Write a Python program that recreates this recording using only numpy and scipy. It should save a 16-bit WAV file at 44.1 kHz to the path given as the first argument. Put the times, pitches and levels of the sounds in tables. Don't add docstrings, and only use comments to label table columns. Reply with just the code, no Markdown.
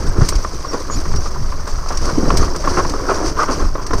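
import sys
import numpy as np
from scipy import signal
from scipy.fft import rfft, irfft
from scipy.io import wavfile
from scipy.ndimage import uniform_filter1d

SR = 44100
rng = np.random.default_rng(int(sys.argv[2]) if len(sys.argv) > 2 else 0)


def digitize_waveform(pressure):
    field = np.atleast_2d(pressure).T
    bounded = np.clip(field, -1, 1)
    quanta = np.round(bounded * 32767).astype(np.int16)
    wavfile.write(sys.argv[1], SR, quanta)


N = 176400

# (frequency [Hz], level [dB])
CLACK_SPECTRUM = [(150, -21.5), (400, -7), (600, -1), (820, -6), (1050, 2.5), (1230, 0.5), (1450, -4.5),
                  (1800, -10.5), (2400, -20.5), (3300, -26), (6000, -32), (12000, -99)]
# (frequency [Hz], level [dB])
BODY_SPECTRUM = [(80, -17), (190, -13.5), (280, -4), (370, -2), (480, -6.5), (650, -12.5), (850, -17.5),
                 (1500, -24), (4000, -84), (10000, -96)]
# (frequency [Hz], level [dB])
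LEAF_SPECTRUM = [(800, -21), (2000, -10.5), (3000, -14.5), (3700, -15.5), (4200, -9), (4700, -1),
                 (5200, -1.5), (5700, 1.5), (6300, -3), (7100, -16), (8400, -14.5), (10000, -20.5),
                 (11700, -31.5), (14000, -37), (16000, -29)]
KNOCK_ATTACK_S = .0011


def knocks():
    # (time [s], level [dB], body relative to that level [dB], energy decay [s])
    bumps = [(0.209, -20, -8, 0.012), (.289, -29, 2, 0.007), (.324, -22.5, -2, 0.0018),
             (0.341, -26.5, -1, 0.0072), (0.4476, -17.5, -5, 0.0013), (0.6477, -23.5, -18, 0.0042),
             (.729, -23.5, 1, 0.0087), (.741, -23.5, 8, 0.0059), (0.898, -22, -5, 0.0042),
             (1.055, -29, -16, 0.002), (1.138, -23.5, -15, 0.0033), (1.2583, -22, -22, 0.0051),
             (1.346, -28, -4, .002), (1.36, -26.5, -9, 0.0035), (1.522, -24.5, -11, 0.0041),
             (1.672, -24, -13, 0.0096), (1.786, -29, -23, 0.0027), (1.8605, -25.5, -26, 0.0035),
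             (1.904, -21, -7, 0.017), (2.0897, -17, -17, 0.0026), (2.3034, -13, -4.5, 0.0031),
             (2.425, -20, -13, 0.0087), (2.546, -25.5, 0, 0.012), (2.6401, -20.5, -14, 0.016),
             (2.673, -14.5, -3, 0.0053), (2.848, -18.5, -6, 0.0042), (2.937, -21, 0.5, 0.003),
             (3.369, -22, -7, 0.025), (3.483, -19, 0, 0.01), (3.753, -19.5, -3.5, 0.0028),
             (3.779, -27.5, 0.5, 0.0043), (3.795, -26, -9, 0.0027), (3.814, -31, -1, 0.0034),
             (3.908, -18, -7, 0.0021), (3.932, -15.5, 0, 0.0055)]
    # (frequency [Hz], relative level [dB], decay [s])
    frame_modes = [(1051, 4, 0.0081), (1147, 4.5, 0.0052), (1280, -2, 0.0029)]
    out = np.zeros(N)
    for s, db, body_db, decay in bumps:
        frame = undb(-2.5) * struck_modes(frame_modes)
        clack = undb(-1.5) * impact(CLACK_SPECTRUM, KNOCK_ATTACK_S, decay)
        body = undb(body_db) * impact(BODY_SPECTRUM, KNOCK_ATTACK_S, decay)
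        add(out, s, undb(db) * (frame + clack + body))
    return out


def clatter():
    # (time [s], relative clack level [dB], body level [dB])
    roughness = [(0, -30, -31), (.22, -30, -33), (.42, -32.5, -35), (.6, -34.5, -37.5), (.78, -29.5, -30),
                 (.85, -34, -33), (.97, -30.5, -33.5), (1.25, -32.5, -35), (1.47, -34, -38),
                 (1.83, -31.5, -40.5), (2.0, -32, -33.5), (2.07, -22.5, -25), (2.17, -29.5, -31),
                 (2.27, -25.5, -21.5), (2.43, -23.5, -24.5), (2.59, -33.5, -31), (2.71, -23.5, -25.5),
                 (2.9, -29, -27), (3.03, -26.5, -26.5), (3.17, -23, -23.5), (3.27, -24, -23.5),
                 (3.34, -34, -31), (3.45, -26, -32.5), (3.53, -23.5, -24), (3.57, -27.5, -26.5),
                 (3.63, -23, -21.5), (3.7, -35.5, -38), (3.85, -31, -35), (4, -30, -25.5)]
    out = np.zeros(N)
    for spectrum, column, db in ((CLACK_SPECTRUM, 1, -2.5), (BODY_SPECTRUM, 2, 0)):
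        taps = grains(per_s=700, spread_db=3.24, tail_s=.003, tail_gain=.65)
        ringing = pings(top_hz=2416, decay_s=.0068, spread_db=2.5, count=3500)
        chatter = crunch(taps, ringing, spectrum, ring_share=.6, span_s=.063)
        out += undb(db) * chatter * level_curve(roughness, column)
    return out


def rattles():
    # (time [s], length [s], level [dB], body relative to the clack [dB])
    bursts = [(0.154, .04, -30.5, 5), (2.761, 0.057, -16, -3), (3.082, .05, -16.5, -1),
              (3.385, .07, -17.5, -12), (3.492, 0.041, -26, 5.5)]
    # (frequency [Hz], level [dB])
    rattle_spectrum = [(200, -19.5), (550, -2.5), (850, -6.5), (1100, 4), (1400, 2), (1750, -13),
                       (2500, -20), (10000, -67)]
    out = np.zeros(N)
    for s, length, db, body_db in bursts:
        size = int(length * SR)
        clack = coloured_noise(rattle_spectrum, 8192, span_s=.021)[-size:]
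        body = coloured_noise(BODY_SPECTRUM, 8192, span_s=.021)[-size:]
        add(out, s, undb(db) * signal.windows.tukey(size, .5) * (clack + undb(body_db) * body))
    return out


def thuds():
    # (time [s], level [dB], energy decay [s])
    hits = [(0.043, -18.5, 0.004), (.074, -28, .004), (.182, -12.5, 0.008), (0.22, -13, 0.0043),
            (.241, -21.5, 0.014), (0.537, -24.5, 0.0069), (1.143, -19.5, 0.0065), (1.19, -26, 0.0071),
            (2.181, -11.5, 0.0074), (2.229, -10.5, 0.0048), (2.28, -11.5, 0.0018), (2.323, -21, .005),
            (2.339, -16, .004), (2.4, -16.5, 0.0056), (2.419, -19, 0.0043)]
    # (frequency [Hz], level [dB])
    thud_spectrum = [(60, -18), (150, -5), (290, -4), (400, -7.5), (600, -24), (1200, -31), (4000, -68),
                     (10000, -90)]
    out = np.zeros(N)
    for s, db, decay in hits:
        add(out, s, undb(db) * impact(thud_spectrum, attack_s=.00073, decay_s=decay))
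    return out


def tread():
    # (time [s], length [s], start pitch [Hz], end pitch [Hz], level [dB])
    patches = [(.94, 0.07, 227, 316, -26.5), (2.172, 0.023, 311, 282, -13.5), (2.22, 0.046, 274, 261, -22),
               (2.37, 0.062, 385, 383, -45), (2.69, 0.12, 369, 397, -29.5), (3.19, 0.13, 283, 375.4, -23)]
    return glides(patches, waver=.06, waver_per_s=126.6)


def squawk():
    # (time [s], length [s], start pitch [Hz], end pitch [Hz], level [dB])
    rubs = [(3.385, 0.022, 1240, 1057, -12.5), (3.387, 0.027, 1536, 1455, -19),
            (3.412, 0.037, 1267, 1190, -14.5)]
    return glides(rubs, waver=.04, waver_per_s=590)


def leaves():
    # (time [s], relative level [dB])
    rustle_levels = [(0, -33), (.16, -37.5), (.26, -27.5), (.41, -34), (.65, -35.5), (.76, -33.5),
                     (.86, -37.5), (.97, -30), (1.09, -36.5), (1.26, -33), (1.35, -36.5), (1.63, -38.5),
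                     (1.7, -34.5), (1.84, -37.5), (2.06, -30), (2.2, -32), (2.42, -26.5), (2.52, -34.5),
                     (2.77, -27.5), (2.96, -34.5), (3.06, -32.5), (3.13, -28), (3.2, -30.5), (3.28, -32),
                     (3.35, -37), (3.42, -27), (3.47, -35), (3.51, -27), (3.66, -33.5), (3.72, -40),
                     (3.85, -38.5), (4, -33)]
    # (frequency [Hz], level [dB])
    tick_spectrum = [(8000, -33), (10500, -26), (11700, -1.5), (14000, 5), (15200, -9), (16000, -2)]
    swell = level_curve(rustle_levels) * undb(-1 + wander(per_s=45))
    crackle = pings(top_hz=12050, decay_s=.0047, spread_db=3, count=10000, size=500)
    scratch = grains(per_s=2700, spread_db=3, tail_s=.0036, tail_gain=1)
    rustle = crunch(scratch, crackle, LEAF_SPECTRUM, ring_share=.35, span_s=.13)
    ticks = []
    for db in (-50, -55.5):
        specks = grains(per_s=1000, spread_db=3.5, tail_s=.003, tail_gain=.7)
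        ticks.append(undb(db) * steady(resonate(specks, tick_spectrum), span_s=.25))
    tick_swell = unit_rms(swell) ** .35
    return rustle * swell + np.array(ticks) * tick_swell


def snaps():
    # (time [s], level [dB], edge and ring relative to the burst [dB], energy decay [s])
    breaks = [(0.065, -34, -10, 0.0041), (0.2865, -19.5, 1, 0.0039), (.353, -24.5, -26, 0.004),
              (.437, -31.5, -19, 0.0038), (.80, -33.5, -7, 0.0044), (1.0, -36, -4, .007),
              (1.158, -28.5, -18, 0.0035), (1.674, -33.5, -4, 0.0025), (1.885, -26, -30, 0.0058),
              (1.922, -32, -25, 0.0064), (1.9725, -18.5, -30, 0.0018), (2.013, -33, -20, 0.0019),
              (2.052, -26.5, -17, .003), (2.096, -28, -21, .002), (2.3699, -17.5, -6.5, 0.0048),
              (2.56, -25.5, -7, 0.003), (2.601, -34, -18, .004), (2.8943, -24.5, -12, 0.0036),
              (3.4301, -27.5, -9, 0.0024), (3.864, -26.5, -12, 0.004), (3.933, -27, -25, 0.0053),
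              (3.98, -30, -9, .008)]
    # (frequency [Hz], level [dB])
    edge_spectrum = [(1000, -25), (2500, -9), (4500, 3), (7000, 1), (8600, 6), (10000, -8.5), (12000, -14),
                     (14500, -4), (16000, -35)]
    # (frequency [Hz], level relative to the edge [dB], decay [s])
    stem_modes = [(1570, -7, .008), (2190, -9, 0.0092), (4700, -4, .007)]
    attack_s = .0014
    out = np.zeros(N)
    for s, db, edge_db, decay in breaks:
        crack = impact(edge_spectrum, attack_s, decay) + struck_modes(stem_modes)
        burst = impact(LEAF_SPECTRUM, attack_s, decay)
        add(out, s, undb(db) * (burst + undb(edge_db) * crack))
    return out


def swishes():
    # (time [s], length [s], level [dB])
    shoots = [(1.237, 0.069, -38), (2.028, 0.08, -35), (2.682, 0.038, -29), (2.766, 0.047, -30),
              (3.237, 0.08, -26.5)]
    out = np.zeros(N)
    for s, length, db in shoots:
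        size = int(length * SR)
        hiss = unit_rms(resonate(rng.standard_normal(size), LEAF_SPECTRUM))
        add(out, s, undb(db) * arch(size) * hiss)
    return out


def wind():
    # (time [s], relative level [dB])
    gusts = [(0, -22), (.12, -20), (.2, -15), (.28, -25), (.36, -21.5), (.45, -28.5), (.8, -31),
             (.92, -26.5), (1.0, -23), (1.16, -18.5), (1.32, -26.5), (1.45, -20.5), (1.68, -28.5),
             (1.75, -21), (1.86, -26.5), (2.0, -20.5), (2.22, -22.5), (2.3, -19), (2.41, -16), (2.5, -25),
             (2.78, -22.5), (3.12, -29.5), (3.24, -24), (3.45, -29), (3.65, -19.5), (3.78, -28),
             (3.86, -30.5), (3.96, -18), (4, -21.5)]
    # (frequency [Hz], level [dB])
    eddy_spectrum = [(20, -22), (40, 3.5), (60, 4.5), (100, -4.5), (160, -9.5), (250, -19), (500, -38),
                     (1500, -71), (8000, -120)]
    # (frequency [Hz], level [dB])
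    sway_spectrum = [(5, -6.5), (12, 9.5), (24, 4.5), (36, -8.5), (55, -19.5), (150, -42), (2000, -130)]
    puffs = undb(-1.5 + 3 * np.tanh(wander(per_s=30)))
    eddies = coloured_noise(eddy_spectrum, N, span_s=.066) * puffs
    sway = coloured_noise(sway_spectrum, N, span_s=.14) * undb(7)
    return (eddies + sway) * level_curve(gusts)


def jolts():
    # (time [s], starting envelope level [dB], frequency [Hz])
    thumps = [(.137, -11, 55), (0.186, -1.5, 94), (.219, 3, 111), (0.355, -4, 35), (0.974, -14, 70),
              (1.138, -12, 99), (1.185, -12, 80), (1.44, -12, 44.6), (2.13, -12, 110), (2.28, -7.5, 119),
              (2.337, -9, 34.3), (2.397, -3, 79), (3.656, -6.5, 30.2)]
    fade_cycles = .88
    t = np.arange(SR // 4) / SR
    out = np.zeros(N)
    for s, db, hz in thumps:
        fade = np.exp(-(hz * t / fade_cycles) ** 2)
        add(out, s, undb(db) * np.sin(2 * np.pi * hz * t) * fade)
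    return out


def bird():
    # (time [s], length [s], start pitch [Hz], end pitch [Hz], level [dB])
    notes = [(.078, .028, 8400, 7650, -39), (0.674, 0.046, 5630, 5530, -28.5),
             (.895, 0.072, 6730, 6850, -30), (.96, .03, 11350, 11300, -48), (1.142, 0.063, 5570, 5730, -31),
             (1.692, 0.026, 7300, 7500, -45)]
    return glides(notes, waver=.006, waver_per_s=560)


def impact(spectrum, attack_s, decay_s, size=6000):
    t = np.arange(size) / SR
    chatter = coloured_noise(spectrum, 2 * size, span_s=.0073)[size:]
    rise = 1 - np.exp(-t / attack_s)
    fall = np.exp(-np.maximum(t - 2 * attack_s, 0) / (2 * decay_s))
    hit = chatter * rise * fall
    return hit / np.sqrt(uniform_filter1d(hit ** 2, int(.005 * SR)).max())


def struck_modes(modes, size=6000):
    t = np.arange(size) / SR
    detunes = 1 + .034 * rng.standard_normal(len(modes))
    ringing = sum(undb(db) * np.sin(2 * np.pi * hz * detune * t) * np.exp(-t / decay)
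                  for (hz, db, decay), detune in zip(modes, detunes))
    return ringing * (1 - np.exp(-t / KNOCK_ATTACK_S))


def glides(notes, waver, waver_per_s):
    out = np.zeros(N)
    for s, length, start_hz, end_hz, db in notes:
        size = int(length * SR)
        hz = np.linspace(start_hz, end_hz, size) * (1 + waver * wander(waver_per_s)[:size])
        tone = np.sqrt(2) * np.sin(2 * np.pi * np.cumsum(hz) / SR)
        add(out, s, undb(db) * arch(size) * tone)
    return out


def grains(per_s, spread_db, tail_s, tail_gain):
    onsets = rng.random(N) < per_s / SR
    hits = onsets * undb(spread_db * np.minimum(rng.exponential(size=N), 5))
    pole = np.exp(-1 / (tail_s * SR))
    tails = np.sqrt(signal.lfilter([1 - pole], [1, -pole], hits ** 2))
    return hits * rng.choice([-1, 1], N) + tail_gain * tails * rng.standard_normal(N)


def pings(top_hz, decay_s, spread_db, count, size=900):
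    when, pitch, strength = rng.random((count, 3)).T[:, :, None]
    age = np.arange(size)
    gain = undb(spread_db * np.minimum(-np.log(strength), 5))
    phase = (2 * np.pi * top_hz / SR * pitch * age).astype(np.float32)
    fade = np.exp(-age / (decay_s * SR)) * (1 - age / size)
    positions = (when * N).astype(int) + age
    return np.bincount(positions.ravel(), (gain * np.sin(phase) * fade).ravel(), N)[:N]


def crunch(scratch, ringing, spectrum, ring_share, span_s):
    scratch = np.sqrt(1 - ring_share) * unit_rms(resonate(scratch, spectrum))
    ringing = np.sqrt(ring_share) * unit_rms(resonate(ringing, spectrum))
    return steady(scratch + ringing, span_s)


def coloured_noise(spectrum, size, span_s):
    return steady(resonate(rng.standard_normal(size), spectrum), span_s)


def resonate(x, spectrum, size=8192):
    hz, db = np.array(spectrum).T
    bins_hz = np.maximum(np.fft.rfftfreq(size, 1 / SR), 1)
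    gain = undb(np.interp(np.log(bins_hz), np.log(hz), db))
    cepstrum = irfft(np.log(gain))
    cepstrum[1:size // 2] *= 2
    cepstrum[size // 2 + 1:] = 0
    response = irfft(np.exp(rfft(cepstrum)))
    return signal.fftconvolve(x, response)[:len(x)]


def steady(x, span_s):
    return x / np.sqrt(uniform_filter1d(x ** 2, int(span_s * SR)) + 1e-12)


def wander(per_s):
    hold = max(int(SR / per_s), 2)
    steps = np.repeat(rng.standard_normal(N // hold + 1), hold)
    return unit_rms(uniform_filter1d(steps, hold)[:N])


def level_curve(rows, column=1):
    rows = np.array(rows)
    return undb(np.interp(np.arange(N) / SR, rows[:, 0], rows[:, column]))


def arch(size):
    return np.sin(np.linspace(0, np.pi, size))


def undb(db):
    return 10 ** (np.asarray(db) / 20)


def unit_rms(x):
    return x / np.sqrt(np.mean(x ** 2))


def add(out, s, sound):
    start = max(int(s * SR), 0)
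    out[start:start + len(sound)] += sound[:max(N - start, 0)]


def scene():
    bike = knocks() + clatter() + rattles() + thuds() + tread() + squawk()
    foliage = leaves() + snaps() + swishes()
    return bike + foliage + wind() + jolts() + bird()


def record(dry):
    top_hz = 15400
    lowpass = signal.ellip(8, .2, 70, top_hz, fs=SR, output="sos")
    return signal.sosfilt(lowpass, np.clip(dry, -.95, .95))


dry = scene()
out = record(dry)
digitize_waveform(out)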